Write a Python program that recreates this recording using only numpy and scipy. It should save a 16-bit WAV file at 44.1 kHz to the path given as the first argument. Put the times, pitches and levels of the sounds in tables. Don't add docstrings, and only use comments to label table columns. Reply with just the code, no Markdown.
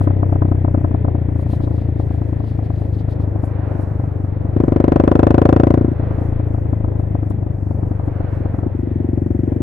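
import sys
import numpy as np
from scipy import signal
from scipy.fft import rfft, irfft
from scipy.io import wavfile
from scipy.ndimage import uniform_filter1d

SR = 44100
rng = np.random.default_rng(int(sys.argv[2]) if len(sys.argv) > 2 else 0)


def wav_record(signal):
    frames = np.transpose(np.atleast_2d(signal))
    bounded = np.clip(frames, -1, 1)
    quanta = np.round(bounded * 32767).astype(np.int16)
    wavfile.write(sys.argv[1], SR, quanta)


def natural_amplitude(level_db):
    exponent = np.asarray(level_db, float) / 20
    return 10 ** exponent


N = 424240
TIME = np.arange(N) / SR
CRUISE_HZ = 27
FIRING_FLOOR_DB = -30


def colour(x, points):
    hz, db = np.transpose(points)
    bins_hz = np.maximum(np.arange(N // 2 + 1) * SR / N, 1)
    y = irfft(rfft(x) * natural_amplitude(np.interp(np.log(bins_hz), np.log(hz), db)), N)
    return y / y.std()


def both(left, right, alike):
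    return np.array([left, alike * left + np.sqrt(1 - min(alike, 1) ** 2) * right])


def stereo_noise(points, alike):
    left, right = (colour(rng.standard_normal(N), points) for _ in range(2))
    return both(left, right, alike)


def walk(rate_hz):
    hold = int(SR / rate_hz)
    steps = np.repeat(rng.standard_normal(N // hold + 1), hold)
    return 1.3 * uniform_filter1d(uniform_filter1d(steps, hold), hold)[:N]


def pushes(times_s, sizes, push_ms):
    x, shape = np.zeros(N), np.hanning(int(push_ms * SR / 1000) + 3)
    at = (times_s * SR).astype(int)
    inside = (at >= 0) & (at < N)
    np.add.at(x, at[inside], sizes[inside])
    return signal.fftconvolve(x, shape / shape.sum(), "same")


def ring(x, hz, t60_s):
    r, w = np.exp(-np.log(1000) / (t60_s * SR)), 2 * np.pi * hz / SR
    return signal.lfilter([1, -1], [1, -2 * r * np.cos(w), r * r], x)


def fade(x, fade_s):
    return signal.lfilter([1], [1, -np.exp(-1 / (fade_s * SR))], x)


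# (time [s], speed [cycles/s])
SPEED_POINTS = [(0, 32.29), (.694, 30.52), (1.001, 29.4), (1.972, 27.55), (3.888, 24.66), (4.498, 23.88),
                (4.916, 25.23), (5.682, 28.27), (6.26, 28.12), (6.526, 27.13), (7.538, 24.82),
                (8.462, 23.51), (8.574, 22.5), (8.869, 24.71), (9.084, 22.9), (9.62, 23.55)]
# (time [s], undamped swing [cycles/s])
CHAIN_SNATCHES = [(4.545, 8.46), (6.038, -8.92), (8.904, -4.78)]


def speed():
    swing_hz, decay_s = 3.086, .048
    rate = np.interp(TIME, *np.transpose(SPEED_POINTS))
    for start_s, size in CHAIN_SNATCHES:
        since = np.maximum(TIME - start_s, 0)
        rate = rate + size * np.sin(2 * np.pi * swing_hz * since) * np.exp(-since / decay_s)
    return rate


def thump(cycle, rate, fire_db, pop, jitter_db):
    base_db, db_per_hz, open_db = -10, 0.37, -2.5
    level_db = base_db + db_per_hz * (np.interp(cycle, TIME, rate) - CRUISE_HZ)
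    level_db = level_db + jitter_db + open_db * (fire_db > FIRING_FLOOR_DB)
    return pushes(cycle - .0062, natural_amplitude(level_db) * (1 + 2.6 * pop), push_ms=9.41)


# (time [s], relative level [dB])
LOUD_POPS = [(.015, -15.5), (.077, -12.5), (.107, -15), (.233, -14), (.328, -13.5), (.361, -15),
             (.424, -11.5), (.52, -13), (.65, -15.5), (.683, -16.5), (.748, -13.5), (.782, -18),
             (.848, -14), (.95, -15), (1.051, -16.5), (1.084, -16), (1.153, -17.5), (1.292, -21),
             (1.536, -19), (1.677, -19.5), (2.0, -19), (2.11, -21.5), (2.22, -20), (2.332, -21.5),
             (2.444, -24), (2.593, -20), (2.82, -21.5), (3.204, -22), (3.439, -20), (3.719, -19),
             (3.799, -20), (4.043, -20.5), (5.999, -19.5), (6.222, -20.5), (6.397, -19), (6.55, -19),
             (6.731, -16), (6.847, -18), (7.0, -19.5), (7.151, -19.5), (7.231, -20), (7.712, -21),
             (7.834, -21), (8.082, -20.5), (8.205, -21.5), (8.249, -22), (8.461, -19.5), (8.592, -19.5),
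             (8.635, -19.5)]


def late_burns(cycle, rate, fire_db, faint_jitter_db, stray_jitter_db):
    stray_share, stray_db, faint_db, faint_db_per_hz = .2, -21.5, -27, 0.6
    stray = rng.random(len(cycle)) < stray_share
    faint = faint_db + faint_db_per_hz * (np.interp(cycle, TIME, rate) - CRUISE_HZ) + faint_jitter_db
    pop = natural_amplitude(np.where(stray, stray_db + stray_jitter_db, faint))
    pop *= (fire_db < FIRING_FLOOR_DB) & (np.roll(fire_db, 1) < FIRING_FLOOR_DB)
    for time_s, db in LOUD_POPS:
        pop[np.argmin(abs(cycle + .005 - time_s))] = natural_amplitude(db)
    return pop


# (frequency [Hz], t60 [s], burn arrival [ms], thump [dB], firing [dB],
# pop [dB], right ear [dB], right ear lag [ms], growth [dB per dB of firing])
PIPE_MODES = [(55, 0.073, 0.12, -9, -36, -40.5, -3, .1, 0.5),
              (98.3, 0.054, 1.2, 12, -11.5, -20.5, -4.5, .1, 2),
              (141.6, 0.03, 0.55, -10.5, -0.5, -7, -1.5, .2, 2.5),
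              (250.2, 0.027, 0.085, -18, 3, 5, -7, 0.1, 1.86),
              (305.1, 0.063, 0.54, -8, -13, -5, 1, 0.44, 4),
              (346.2, 0.068, 0.48, -25.5, -11, -19, -4, 0.63, 2),
              (453, 0.019, 0.71, -27, -3.5, -21, 0.5, 0.22, 7),
              (563, 0.038, 1.4, -28.5, -2, -6, -6.5, 0.26, 5.5),
              (697.4, 0.034, 3.16, -42, -22.5, -5, -6.5, 0.27, 2.5),
              (746, 0.035, 2.1, -42.5, -8, -14, -6.5, .4, 8),
              (860, 0.0068, 1.6, -47.5, -8, -28, -5, .4, 6.5),
              (1004, 0.034, 2.054, -32.5, -10, -10, -1, 0.63, 7.5),
              (1293, 0.039, 1.2, -46.5, -14.5, -19, -5, .4, 5.5),
              (1642, 0.012, 0.73, -54.5, -18, -26.5, -9, 0.1, 6)]


def pipe(cycle, firing, fire_db, pop, thumps):
    pivot, bite = natural_amplitude(-17), 0.37
    scatter_db = 2.3
    out, fired = np.zeros((2, 2, N))
    for hz, t60_s, arrives_ms, thump_db, firing_db, pop_db, right_db, lag_ms, growth in PIPE_MODES:
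        push_ms = min(620 / hz, 3.)
        lag, right = int(lag_ms * SR / 1000), natural_amplitude(right_db)
        fire = pushes(firing + arrives_ms / 1000, -natural_amplitude(fire_db * growth + 5.5), push_ms)
        power = max(1 + bite * np.log2(hz / 450), .5)
        scatter = natural_amplitude(scatter_db * rng.standard_normal(len(cycle)))
        pop_sizes = -1.9 * scatter * pivot * (pop / pivot) ** power
        pops = pushes(cycle - .0028 + 1.42 * arrives_ms / 1000, pop_sizes, push_ms)
        mode = ring(natural_amplitude(thump_db) * thumps + natural_amplitude(pop_db) * pops, hz, t60_s)
        bang = ring(natural_amplitude(firing_db) * fire, hz, t60_s)
        out += mode, right * np.roll(mode, lag)
        fired += bang, right * np.roll(bang, lag)
    return out, fired


def exhaust_gas(cycle, firing, fire_db, pop):
    growth, fade_s, tail_s, pop_cutoff_hz = 6, .007, .015, 2500
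    jet = [(100, -13), (300, -4.0), (700, -0.5), (1500, -15.0), (1900, -22.0), (2600, -27.5),
           (3600, -39), (6000, -47.5), (16000, -81.0)]
    tail = [(500, -20), (1000, -0.5), (2000, -6.5), (3200, -16.5), (8000, -44.5)]
    blast = pushes(firing + 0.0036, natural_amplitude(growth * fire_db), push_ms=1.9)
    pop_blast = pushes(cycle + 0.0031, 0.96 * pop, push_ms=6.3)
    noise = stereo_noise(jet, alike=0.047)
    dull = signal.butter(2, pop_cutoff_hz, fs=SR, output="sos")
    gas = fade(blast, fade_s) * noise + signal.sosfilt(dull, fade(pop_blast, fade_s) * noise)
    gas = gas + natural_amplitude(-32) * fade(blast, tail_s) * stereo_noise(tail, alike=0.3)
    return natural_amplitude(-12.5) * gas


def gear_whine(phase):
    whine = natural_amplitude(-64 + 3 * walk(8)) * np.sin(2 * np.pi * 40 * phase)
    return whine * np.array([[1], [.3]])


def engine(rate):
    first_cycle, packing_hz = .35, 1660
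    phase = np.cumsum(rate) / SR - first_cycle
    cycle = np.interp(np.arange(-1, int(phase[-1]) + 1), phase, TIME)
    fire_jitter, faint_jitter, jitter = rng.standard_normal((3, len(cycle))) * [[.2], [2.5], [.6]]
    firing = firing_times(cycle)
    fire_db = throttle_db(firing + 0.0018) + fire_jitter
    pop = late_burns(cycle, rate, fire_db, faint_jitter, jitter)
    thumps = thump(cycle, rate, fire_db, pop, jitter)
    out, fired = pipe(cycle, firing, fire_db, pop, thumps)
    packing = signal.butter(3, packing_hz, fs=SR, output="sos")
    exhaust = signal.sosfilt(packing, out + cancel(fired))
    return exhaust + exhaust_gas(cycle, firing, fire_db, pop) + intake_rasp() + gear_whine(phase)


# (frequency [Hz], relative density [dB per Hz])
ROAD_COLOUR = [(45, -3), (100, -8.5), (220, -9), (450, -17.5), (700, -26), (1600, -40.5), (1900, -38.5),
               (2100, -44), (2350, -47), (2570, -49), (2800, -55), (3400, -54.5), (5000, -65.5),
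               (9000, -73), (12500, -73.5), (16000, -83)]


def road(rate):
    db_per_hz, load_db, load_power = 0.64, 4.5, 6.4
    load = uniform_filter1d(natural_amplitude(throttle_db(TIME)) ** load_power, size=SR // 10)
    drive_db = db_per_hz * (rate - CRUISE_HZ) + load_db * load
    drive_db = drive_db - drive_db.mean()
    left, right = (colour(rng.standard_normal(N), ROAD_COLOUR) for _ in range(2))
    # (edges [Hz], channel likeness, flutter [dB], share of drive_db followed)
    ranges = [((40, 250), .8, 1.2, .2), ((250, 1200), .4, 1.2, .6),
              ((1200, 4500), .4, .8, .9), ((4500, 15500), .6, 2.2, .05)]
    out = 0
    for edges_hz, alike, flutter_db, follow in ranges:
        sos = signal.butter(2, edges_hz, "band", fs=SR, output="sos")
        band = signal.sosfilt(sos, both(left, right, alike))
        out = out + band * natural_amplitude(flutter_db * walk(13) + follow * drive_db)
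    return natural_amplitude(-22.5) * out * natural_amplitude([[1.2], [-1.2]])


# (time [s], mean level [dB])
WIND_LEVEL = [(0, -26), (1.5, -42.5), (2.6, -40), (4.1, -41.5), (4.9, -32), (5.8, -32), (6.3, -40.5),
              (8.2, -36.5), (9.62, -42.5)]


def wind():
    buffet = [(10, -3.5), (25, 13.0), (50, -1.5), (80, -28.5), (200, -56.5), (1500, -120)]
    level_db = np.interp(TIME, *np.transpose(WIND_LEVEL)) + 3.5 * walk(1.8)
    return natural_amplitude(level_db) * stereo_noise(buffet, alike=.6) * natural_amplitude([[-1], [1]])


# (time [s], length [s], dull [dB], bright [dB])
CLOTH_RUBS = [(.03, .05, -62, -63), (.34, .03, -75, -71), (.49, .04, -75, -71), (1.41, .07, -68, -66),
              (1.53, .08, -59, -63), (1.64, .06, -62, -73), (1.78, .13, -66, -74), (2.01, .05, -65, -74),
              (2.14, .07, -73, -71), (2.3, 1.6, -73, -93), (2.49, .1, -63, -74), (2.65, .04, -65, -76),
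              (2.8, .14, -67, -76), (2.95, .04, -64, -76), (3.0, .04, -62, -73), (3.12, .06, -61, -70),
              (3.22, .05, -65, -74), (3.45, .05, -72, -65), (3.82, .04, -74, -66), (7.0, .05, -78, -73),
              (7.31, .03, -68, -64), (8.07, .03, -78, -72)]


def rustle():
    dull = [(1200, -22), (2400, -2), (4000, 0), (5000, -6), (6000, -14), (9000, -26)]
    bright = [(3000, -25), (6000, -5), (10000, 0), (12500, -7), (16000, -14)]
    out = 0
    for column, shape in [(2, dull), (3, bright)]:
        rub = sum(natural_amplitude(row[column]) * np.exp(-(1.9 * (TIME - row[0]) / row[1]) ** 2) for row in CLOTH_RUBS)
        out = out + rub * natural_amplitude(2.1 * walk(150)) * stereo_noise(shape, alike=0.67)
    return out * natural_amplitude([[2.5], [0.1]])


# (time abreast [s], relative level [dB], swell [s])
ONCOMING = [(3.68, -39.5, 0.29), (5.103, -41.5, 0.83), (6.122, -40, 0.19), (8.32, -39, 0.33)]


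def traffic():
    roar = [(150, -15.0), (500, 22.0), (1000, 11.0), (1600, 4.0), (2100, -6), (2500, -12.0),
            (3300, -21.0), (4000, -21.0), (8000, -45.5), (16000, -69.0)]
    hiss = [(700, -18.5), (1500, 1.5), (2300, -4), (3200, -16.5), (6000, -40)]
    swell = close = 0
    for time_s, db, width_s in ONCOMING:
        spread = 1 + ((TIME - time_s) / width_s) ** 2
        swell = swell + natural_amplitude(db) / spread ** 0.84
        close = close + natural_amplitude(db - 13) / spread ** 2.7
    noise = swell * stereo_noise(roar, alike=0.64) + close * stereo_noise(hiss, alike=0.55)
    return noise * natural_amplitude([[-3], [2.5]])


# (opens [s], shuts [s], firing strength [dB], softer at first by [dB])
THROTTLE_OPENINGS = [(4.551, 5.953, 0, 2.5), (8.402, 8.408, 1, 3.5), (8.653, 8.696, 3.5, 4),
                     (8.731, 10.186, -3.5, 2.43)]


def throttle_db(t):
    shut_db, build_s, ease_db, ease_s = -60., 0.51, 5.5, 0.14
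    db = np.full(len(t), shut_db)
    for opens, shuts, full_db, build_db in THROTTLE_OPENINGS:
        now = (t >= opens) & (t < shuts)
        build = build_db * np.exp((opens - t[now]) / build_s)
        db[now] = full_db - build - ease_db * np.exp((t[now] - shuts) / ease_s)
    return db


# (time [s], advance [ms])
FIRING_ADVANCE = [(4.61, 0), (4.64, 4), (4.67, 0), (4.76, 1), (4.88, 2.5), (5.1, 2), (5.3, .5), (5.6, -.5),
                  (5.9, 0)]


def firing_times(cycle):
    nominal = cycle - .011
    return nominal - np.interp(nominal, *np.transpose(FIRING_ADVANCE)) / 1000


# (frequency [Hz], width [Hz])
BLAST_NULLS = [(510, 60), (685, 35), (1230, 90), (1880, 150)]


def cancel(fired):
    gentle_hz, gentle_width_hz, gentle_below_db = 440, 110, -3.2
    for hz, width_hz in BLAST_NULLS:
        fired = signal.lfilter(*signal.iirnotch(hz, hz / width_hz, SR), fired)
    gentle = uniform_filter1d(1. 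* (throttle_db(TIME) < gentle_below_db), size=SR // 20)
    peak = signal.iirpeak(gentle_hz, gentle_hz / gentle_width_hz, SR)
    return fired - gentle * signal.lfilter(*peak, fired)


def intake_rasp():
    hz, width_hz, level_db = 1860, 130, -60
    opened = uniform_filter1d(1. * (throttle_db(TIME) > FIRING_FLOOR_DB), size=SR // 10)
    hiss = signal.lfilter(*signal.iirpeak(hz, hz / width_hz, SR), rng.standard_normal((2, N)))
    return natural_amplitude(level_db + 2 * walk(25)) * opened * hiss / hiss.std()


def scene():
    rate = speed()
    low_cut = signal.butter(4, 71.7, "high", fs=SR, output="sos")
    ride = signal.sosfilt(low_cut, engine(rate) + road(rate))
    return ride + wind() + rustle() + traffic()


def low_pass(x):
    return signal.sosfilt(signal.butter(12, 15800, fs=SR, output="sos"), x)


def record(dry):
    mix = np.clip(dry, -1, 1)
    return low_pass(mix)


dry = scene()
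out = record(dry)
wav_record(out)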